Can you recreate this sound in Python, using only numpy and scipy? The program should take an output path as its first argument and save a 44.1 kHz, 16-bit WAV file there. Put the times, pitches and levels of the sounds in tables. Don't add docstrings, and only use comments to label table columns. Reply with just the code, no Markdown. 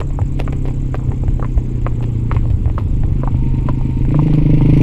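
import sys
import numpy as np
from scipy import signal
from scipy.fft import rfft, irfft, next_fast_len
from scipy.io import wavfile
from scipy.ndimage import uniform_filter1d

SR = 44100
rng = np.random.default_rng(int(sys.argv[2]) if len(sys.argv) > 2 else 0)


def convert_level_to_amplitude(level_db):
    exponent = np.asarray(level_db, float) / 20
    return 10 ** exponent


def to_wav(sig):
    pcm = np.clip(np.atleast_2d(sig), -1, 1) * 32767
    pcm = np.round(pcm).astype(np.int16)
    wavfile.write(sys.argv[1], SR, pcm.T)


N = 212601
T = np.arange(N) / SR

# start_s, peak_db, ring_hz, hollow_knock_db,
# shoe_edge_db
HOOF_BLOWS = [(0.014, -16, 924, -2.5, -13), (0.189, -16, 850, -1, -35), (0.477, -18, 1160, 0.5, -7),
              (0.944, -16.5, 1020, 5, -2.5), (0.994, -33, 1200, -12, -29), (1.426, -15, 1120, -2.5, -31),
              (1.446, -19, 990, -3, -5), (1.865, -10.5, 1032, 0.5, -8.5), (2.314, -11, 1125, -6, -6.5),
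              (2.365, -16.5, 960, -10.5, -4), (2.78, -11, 1040, -5, -41), (3.234, -15.5, 970, 2, -30),
              (3.275, -12, 904, -16.5, -28), (3.687, -11, 990, -2.5, -28), (3.811, -23.5, 800, -11, -24),
              (4.144, -16.5, 936, 2, -15), (4.191, -15, 884, -36.5, -36), (4.609, -21.5, 910, -24, -15.5),
              (2.809, -32, 1000, -16, -30)]
# start_s, peak_db, hollow_knock_db, shoe_edge_db
HOOF_TOUCHES = [(0.106, -35, 9.5, 1), (0.216, -31, 10, 5), (0.53, -27.5, 9, 4), (0.654, -27.5, 11.5, -5),
                (0.685, -24, 3, -6), (0.708, -26.5, -7, -19), (1.088, -40.5, 11, 4), (1.118, -20, -8, -9),
                (1.236, -33, 15.5, -22), (1.281, -28.5, 6.5, 2.5), (1.396, -23.5, 2, -8),
                (1.577, -28, 15, 1), (1.924, -41, 14.5, 1), (2.007, -25, 3.5, -29), (2.455, -30.5, 7, -7),
                (2.657, -24, -7, -5), (2.679, -32.5, 10, -12), (2.699, -24.5, 0, -5.5),
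                (2.715, -47, -9, -6), (2.876, -39, 11, -4), (3.035, -26, 2, 0.5), (3.344, -29.5, 8, -19),
                (4.051, -25.5, -12, -1.5), (4.107, -25, -3, -3), (4.282, -23, 0, -8), (4.329, -22, -10, -7)]
RING_T60_S, RING_T60_S_PER_DB = .0068, .0001
TOUCH_HZ, TOUCH_T60_S = 790, 0.0057

# time_s, firings_hz
ENGINE_SPEED = [(0, 34.97), (.6, 32.89), (1.2, 31.85), (2, 29.53), (2.7, 27.96), (2.95, 26.78),
                (3.5, 25.76), (4.03, 25.52), (4.1, 29.9), (4.3, 25.5), (4.55, 25.5), (4.82, 26.1)]
# time_s,
# centre_hz
BOOM_CENTRE = [(0, 136), (.8, 131), (2.6, 114), (3, 122), (3.8, 128), (4.05, 126), (4.2, 149),
               (4.38, 143), (4.6, 140), (4.82, 138)]
# time_s, gain_db
NEARNESS = [(0, -5), (.4, 0), (1.3, -0.5), (2.3, 0), (2.7, -3), (3.05, 0), (3.4, 3), (4, 3.5), (4.4, 4),
            (4.7, 6), (4.82, 7.5)]
# far_level_db, nearness_share (ratio), throttle_gain_db
ENGINE_LAYERS = [
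    (-23, 0.94, 7),
    (-32.5, 1.49, 3.5),
    (-36.5, 0.73, 13),
    (-49.5, 2.2, 10),
    (-52.5, 1.97, 6),
]
WEAK_FIRINGS = (3.385, 3.502, 3.62, 3.812, 3.93, 4.047)
WEAK_DB = -8
THROTTLE_S, THROTTLE_RISE_S = 4.06, .1
SWELL_S, SWELL_WIDTH_S, SWELL_DB = 2.31, 0.54, 4.5
SILENCER_HZ, SILENCER_WIDTH_HZ = 309.5, 40.4
# frequency_hz, density_db (per Hz)
CLATTER_COLOUR = [(300, -1), (600, -10.5), (760, -13.0), (930, -0.5), (1200, -13), (1650, -23),
                  (2100, -5.0), (2750, -9.0), (3300, -18.0), (4300, -22.5), (5500, -29.5), (7000, -39.5),
                  (9000, -49), (11000, -37), (15500, -62)]
# frequency_hz, density_db (per Hz)
SNAP_COLOUR = [(3000, -28.5), (4500, -18.5), (5700, 4.5), (7000, -6.5), (9500, -1.5), (12000, -7.5),
               (16000, -22.5)]
# time_s, pitch_hz, level_db
GEAR_WHINE = [
    (2.799, 930, -57.5),
    (3.2, 930, -67),
    (3.4, 918, -45.5),
    (3.7, 913, -47),
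    (4, 923, -47.5),
    (4.1, 830, -58),
]

SONG_ANCHORS = [
    (.006, .192, .444, .795, 1.277, 1.871, 1.995, 2.236, 2.78),
    (.713, 1.376, 1.747, 2.193, 2.815, 2.878, 3.366, 3.965, 4.03, 4.333),
    (3.824, 4.382),
    (4.543, 4.79),
]
SONG_LEVELS = [
    (-51.5, -54, -53.5, -54.5, -57.5, -60, -57, -59.5, -66),
    (-64, -64, -64.5, -62, -64.5, -59, -60.5, -60, -56, -60.5),
    (-68, -73),
    (-63.5, -67),
]
PAIR_S, STROKE_GAP_S = .061, .02
LOW_END_S, LOW_END_WIDTH_S, LOW_END_DB = 1.5, 0.41, 8

# start_s, peak_db, length_s, bright_ping_db
GRIT_SCUFFS = [(0.392, -33, 0.014, -21), (0.4, -20.5, 0.0041, -27), (0.412, -40.5, 0.026, -32),
               (0.5246, -33, 0.0052, -25.5), (0.654, -41.5, 0.056, -22), (0.953, -31.5, 0.0067, -27.5),
               (1.8164, -44, 0.008, -11), (2.0255, -39.5, 0.027, -12), (2.039, -37, 0.006, -17),
               (2.3215, -39, 0.017, -17), (2.344, -41, 0.03, -19), (2.5016, -40, 0.021, -9),
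               (2.7828, -34.5, 0.017, -23), (3.2494, -45, 0.013, -18), (3.5798, -46.5, 0.011, -12.5),
               (3.6875, -32, 0.0097, -24), (4.3347, -33.5, 0.01, -21), (4.3455, -37, 0.017, -10),
               (4.381, -38, 0.011, -16), (0.002, -30, 0.0068, -26), (0.675, -40.5, 0.017, -20.5)]
# frequency_hz, density_db (per Hz)
GRIT_SPECTRUM = [(100, -17), (400, 15.5), (800, 5.0), (1500, -8.5), (2500, -2.5), (4000, -13),
                 (6000, -23.5), (9000, -31.5), (12000, -26.5), (15500, -56)]

# time_s, level_db
WIND_LEVEL = [(0, -17.5), (.8, -17), (1.15, -20), (1.3, -12.5), (1.45, -18), (1.57, -19.5), (1.72, -20),
              (1.92, -15.5), (2.06, -21), (2.5, -13.5), (2.75, -17), (3.05, -12.5), (3.22, -17),
              (3.37, -13.5), (3.95, -17), (4.07, -13), (4.2, -17.5), (4.5, -12.5)]
# frequency_hz, density_db (per Hz)
WIND_SPECTRUM = [(5, -10.5), (12, -6), (36, 0), (60, -11.5), (90, -8), (130, -16), (200, -26.5),
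                 (400, -40.5), (2000, -87)]
# centre_s, signed_height (full scale), length_s
WIND_PUFFS = [(.224, -.62, .0028), (1.094, -.5, .003), (1.288, -.55, .0035), (1.577, -.8, .005),
              (2.371, -.55, .003), (2.511, -.5, .0035), (2.547, -.55, .0035), (2.666, .65, .0035),
              (3.049, -.5, .003), (3.127, .45, .003), (3.348, -.5, .003)]
# frequency_hz, density_db (per Hz)
AIR_COLOUR = [(100, -8.5), (300, 0), (450, -7.0), (600, -23.0), (800, -19), (1000, -20.5), (1600, -32.5),
              (2200, -30.5), (3200, -34.0), (4500, -41.5), (5700, -44.5), (8800, -49.5), (11000, -47.0),
              (13500, -52), (15700, -68)]
AIR_DB = -45


def evened(x):
    return x / np.sqrt(np.mean(x ** 2) + 1e-20)


def steadied(x):
    return x / np.sqrt(uniform_filter1d(x ** 2, size=9000) + 1e-20)


def read(points, hz):
    f, value = np.transpose(points)
    return np.interp(np.log(hz + 1), np.log(f + 1), value)


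def course(points):
    return np.interp(T, *np.transpose(points))


def add(mix, s, sound):
    part = mix[max(round(s * SR), 0):][:len(sound)]
    part += sound[:len(part)]


def resonate(x, hz, width):
    turn = np.exp(2j * np.pi * np.cumsum(hz * np.ones(len(x))) / SR)
    r = np.exp(-np.pi * width / SR)
    return 2 * (turn * signal.lfilter([1 - r], [1, -r], x / turn)).real


def noise(colour):
    size = next_fast_len(N)
    gain = convert_level_to_amplitude(read(colour, np.fft.rfftfreq(size, 1 / SR)))
    return evened(irfft(rfft(rng.standard_normal(size)) * gain, size)[:N])


def causal(colour, size=1024):
    level_db = np.maximum(read(colour, abs(np.fft.fftfreq(size, 1 / SR))), -90)
    log_gain = np.log(convert_level_to_amplitude(level_db))
    click = np.fft.ifft(np.exp(np.conj(signal.hilbert(log_gain)))).real[:size // 2]
    return click / abs(click).max()


def hooves():
    dry, t = np.zeros(N), np.arange(4000) / SR
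    steps = [(*row, RING_T60_S - RING_T60_S_PER_DB * row[3]) for row in HOOF_BLOWS]
    steps += [(s, db, TOUCH_HZ, knock_db, edge_db, TOUCH_T60_S) for s, db, knock_db, edge_db in HOOF_TOUCHES]
    luck = rng.random((len(steps), 4))
    for (s, db, hz, knock_db, edge_db, t60), (a, b, c, d) in zip(steps, luck):
        t60 = np.clip(t60, .003, .022)
        ring_fade = convert_level_to_amplitude(-60 * t / t60) + convert_level_to_amplitude(-28 - 60 * t / .06)
        ring = np.sin(2 * np.pi * hz * t) * ring_fade
        knock = convert_level_to_amplitude(knock_db) * np.sin(2 * np.pi * (500 + 160 * a) * t) * convert_level_to_amplitude(-60 * t / (1.24 * t60))
        edge = -convert_level_to_amplitude(edge_db + 1.5) * np.sin(2 * np.pi * (1700 + 500 * b) * t) * convert_level_to_amplitude(-60 * t / (.5 * t60))
        blow = (ring + knock + edge) * (1 - np.exp(-t / .0005)) ** 2
        blow -= convert_level_to_amplitude(edge_db - 11) * np.exp(-((t - .0006) / 0.0001) ** 2)
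        add(blow, 0.001588 + 0.0013 * c, 0.3 * blow[:-400].copy())
        belly = .4 * convert_level_to_amplitude(min(db + 20, 0))
        add(blow, .0048 + .002 * d, belly * blow[:-400].copy())
        add(dry, s, convert_level_to_amplitude(db + 10.5) * blow)
    scatter = rng.standard_normal(4000) * convert_level_to_amplitude(-60 * t / 0.089) * (t > .003)
    scatter = np.diff(scatter / np.linalg.norm(scatter))
    both = dry + signal.oaconvolve(dry, scatter)[:N]
    return signal.sosfilt(signal.butter(3, 4300, fs=SR, output="sos"), both)


def engine():
    turns = np.cumsum(course(ENGINE_SPEED)) / SR + 0.291
    cycle = turns.astype(int)
    boom_hz, near_db = course(BOOM_CENTRE), course(NEARNESS)
    throttle = np.clip((T - THROTTLE_S) / THROTTLE_RISE_S, 0, 1)
    levels = [db + share * near_db + open_db * throttle for db, share, open_db in ENGINE_LAYERS]
    levels[0] = levels[0] + SWELL_DB * np.exp(-((T - SWELL_S) / SWELL_WIDTH_S) ** 2)

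    strength = convert_level_to_amplitude(.9 * rng.standard_normal(200))[cycle]
    weak = np.isin(cycle, np.round(np.interp(WEAK_FIRINGS, T, turns - .1)))
    strength = strength * convert_level_to_amplitude(WEAK_DB * weak)
    firings = np.diff(np.floor(turns), prepend=0) * strength
    kicks = np.convolve(firings, np.hanning(60))[:N]
    gas = np.exp(-(turns % 1) / .4) * strength
    rough = kicks + .035 * gas * rng.standard_normal(N)
    even = np.convolve(firings / convert_level_to_amplitude(.6 * WEAK_DB * weak), np.hanning(60))[:N]

    boom = resonate(resonate(even, boom_hz, 14), boom_hz, 60)
    bark = resonate(resonate(rough, 1.9 * boom_hz, 70), 1.9 * boom_hz, 87)
    silencer = resonate(resonate(kicks, SILENCER_HZ, SILENCER_WIDTH_HZ), SILENCER_HZ, 80)
    rasp = resonate(resonate(rough, 2.8 * boom_hz, 80), 3.15 * boom_hz, 130)
    shake = np.exp(-((turns - .22) % 1) / .3) * strength
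    clatter = noise(CLATTER_COLOUR) * (0.41 + uniform_filter1d(shake, size=150))
    snap = noise(SNAP_COLOUR) * (.25 + uniform_filter1d(shake ** 2, size=200))
    clatter += convert_level_to_amplitude(-24.5 + 0.72 * (levels[4] + 41)) * snap
    layers = (boom, -bark, silencer, rasp, clatter)
    return sum(convert_level_to_amplitude(db) * steadied(x) for db, x in zip(levels, layers))


def whine():
    s, hz, db = np.transpose(GEAR_WHINE)
    hz = np.interp(T, s, hz)
    tone = resonate(resonate(rng.standard_normal(N), hz, 16), hz, 40)
    tone /= np.sqrt(uniform_filter1d(tone ** 2, size=1500))
    third = evened(resonate(rng.standard_normal(N), 2.7 * hz, 90))
    return (tone + convert_level_to_amplitude(-13.0) * third) * convert_level_to_amplitude(np.interp(T, s, db, -120, -120))


def crickets():
    out, u = np.zeros(N), np.linspace(0, 1, 580)
    for anchors, levels in zip(SONG_ANCHORS, SONG_LEVELS):
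        counted = np.cumsum(np.round(np.diff(anchors, prepend=anchors[0]) / PAIR_S))
        starts = np.interp(np.arange(counted[-1] + 1), counted, anchors)
        strokes = np.add.outer(starts, [0, STROKE_GAP_S]).ravel()
        for s, (a, b, c) in zip(strokes, rng.standard_normal((len(strokes), 3))):
            hz = (7950 + 70 * a) - (1900 + 150 * b) * u ** 1.6
            db = np.interp(s, anchors, levels) + 0.9 * c + 10.5
            low_end = np.exp(-((u - .85) / .15) ** 2 - ((s - LOW_END_S) / LOW_END_WIDTH_S) ** 2)
            tilt_db = LOW_END_DB * low_end - 13 * u
            envelope = convert_level_to_amplitude(db + tilt_db) * np.sin(np.pi * u ** 1.46) ** 0.5
            add(out, s, envelope * np.sin(2 * np.pi * np.cumsum(hz) / SR))
    out *= 1 + 0.26 * evened(uniform_filter1d(rng.standard_normal(N), size=60))
    blur = rng.standard_normal(3000) * np.exp(-np.arange(3000) / SR / 0.026)
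    return out + convert_level_to_amplitude(-9) * signal.oaconvolve(out, blur / np.linalg.norm(blur))[:N]


def grit():
    ticks, pings, hiss = np.zeros((3, N))
    luck = rng.random((len(GRIT_SCUFFS), 2, 2600))
    for (s, db, length, ping_db), (when, size) in zip(GRIT_SCUFFS, luck):
        fade = convert_level_to_amplitude(db) * np.exp(-np.arange(2600) / SR / max(length, .002))
        clump = (when < 700 / SR) * size ** 3.0
        clump[40] = 0.52
        add(ticks, s, fade * clump)
        add(pings, s, convert_level_to_amplitude(ping_db) * fade * clump)
        add(hiss, s, fade)
    tick = signal.oaconvolve(ticks, causal(GRIT_SPECTRUM))[:N]
    ping = resonate(resonate(pings, 8400, 1800), 9200, 2600)
    scuff = hiss * noise(GRIT_SPECTRUM)
    return convert_level_to_amplitude(19.0) * tick + convert_level_to_amplitude(14.5) * ping + convert_level_to_amplitude(-5.5) * scuff


def wind():
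    gusts = noise(WIND_SPECTRUM)
    gusts /= np.sqrt(uniform_filter1d(gusts ** 2, size=5000) + 0.11)
    out = gusts * convert_level_to_amplitude(course(WIND_LEVEL))
    for s, height, length in WIND_PUFFS:
        u = (T - s) / length
        out = out * (1 - .7 * np.exp(-u ** 2 / 8))
        out = out + 1.1 * height * np.cos(1.7 * u) * np.exp(-u ** 2 / 5)
    return out


def air():
    frames, hz = N // 128 + 5, np.fft.rfftfreq(512, 1 / SR)
    a, b, patches = rng.standard_normal((frames, 257, 3)).T
    patches = uniform_filter1d(uniform_filter1d(patches, size=5, axis=0), size=16, axis=1)
    z = (a + 1j * b) * convert_level_to_amplitude(read(AIR_COLOUR, hz)[:, None] + 2.5 * evened(patches))
    wash = signal.istft(z, nperseg=512, noverlap=384)[1][:N]
    top = signal.sosfilt(signal.butter(4, 500, "high", fs=SR, output="sos"), wash)
    return convert_level_to_amplitude(AIR_DB) * wash / np.std(top)


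def scene():
    return (hooves() + engine() + whine() + crickets() + grit() + wind() + air())[None]


def roll_off(x):
    return signal.sosfilt(signal.butter(12, 15830, fs=SR, output="sos"), x)


def record(dry):
    limited = np.tanh(dry * .9) / .9
    mix = limited * np.minimum(T / .004, 1)
    return roll_off(mix)


dry = scene()
out = record(dry)
to_wav(out)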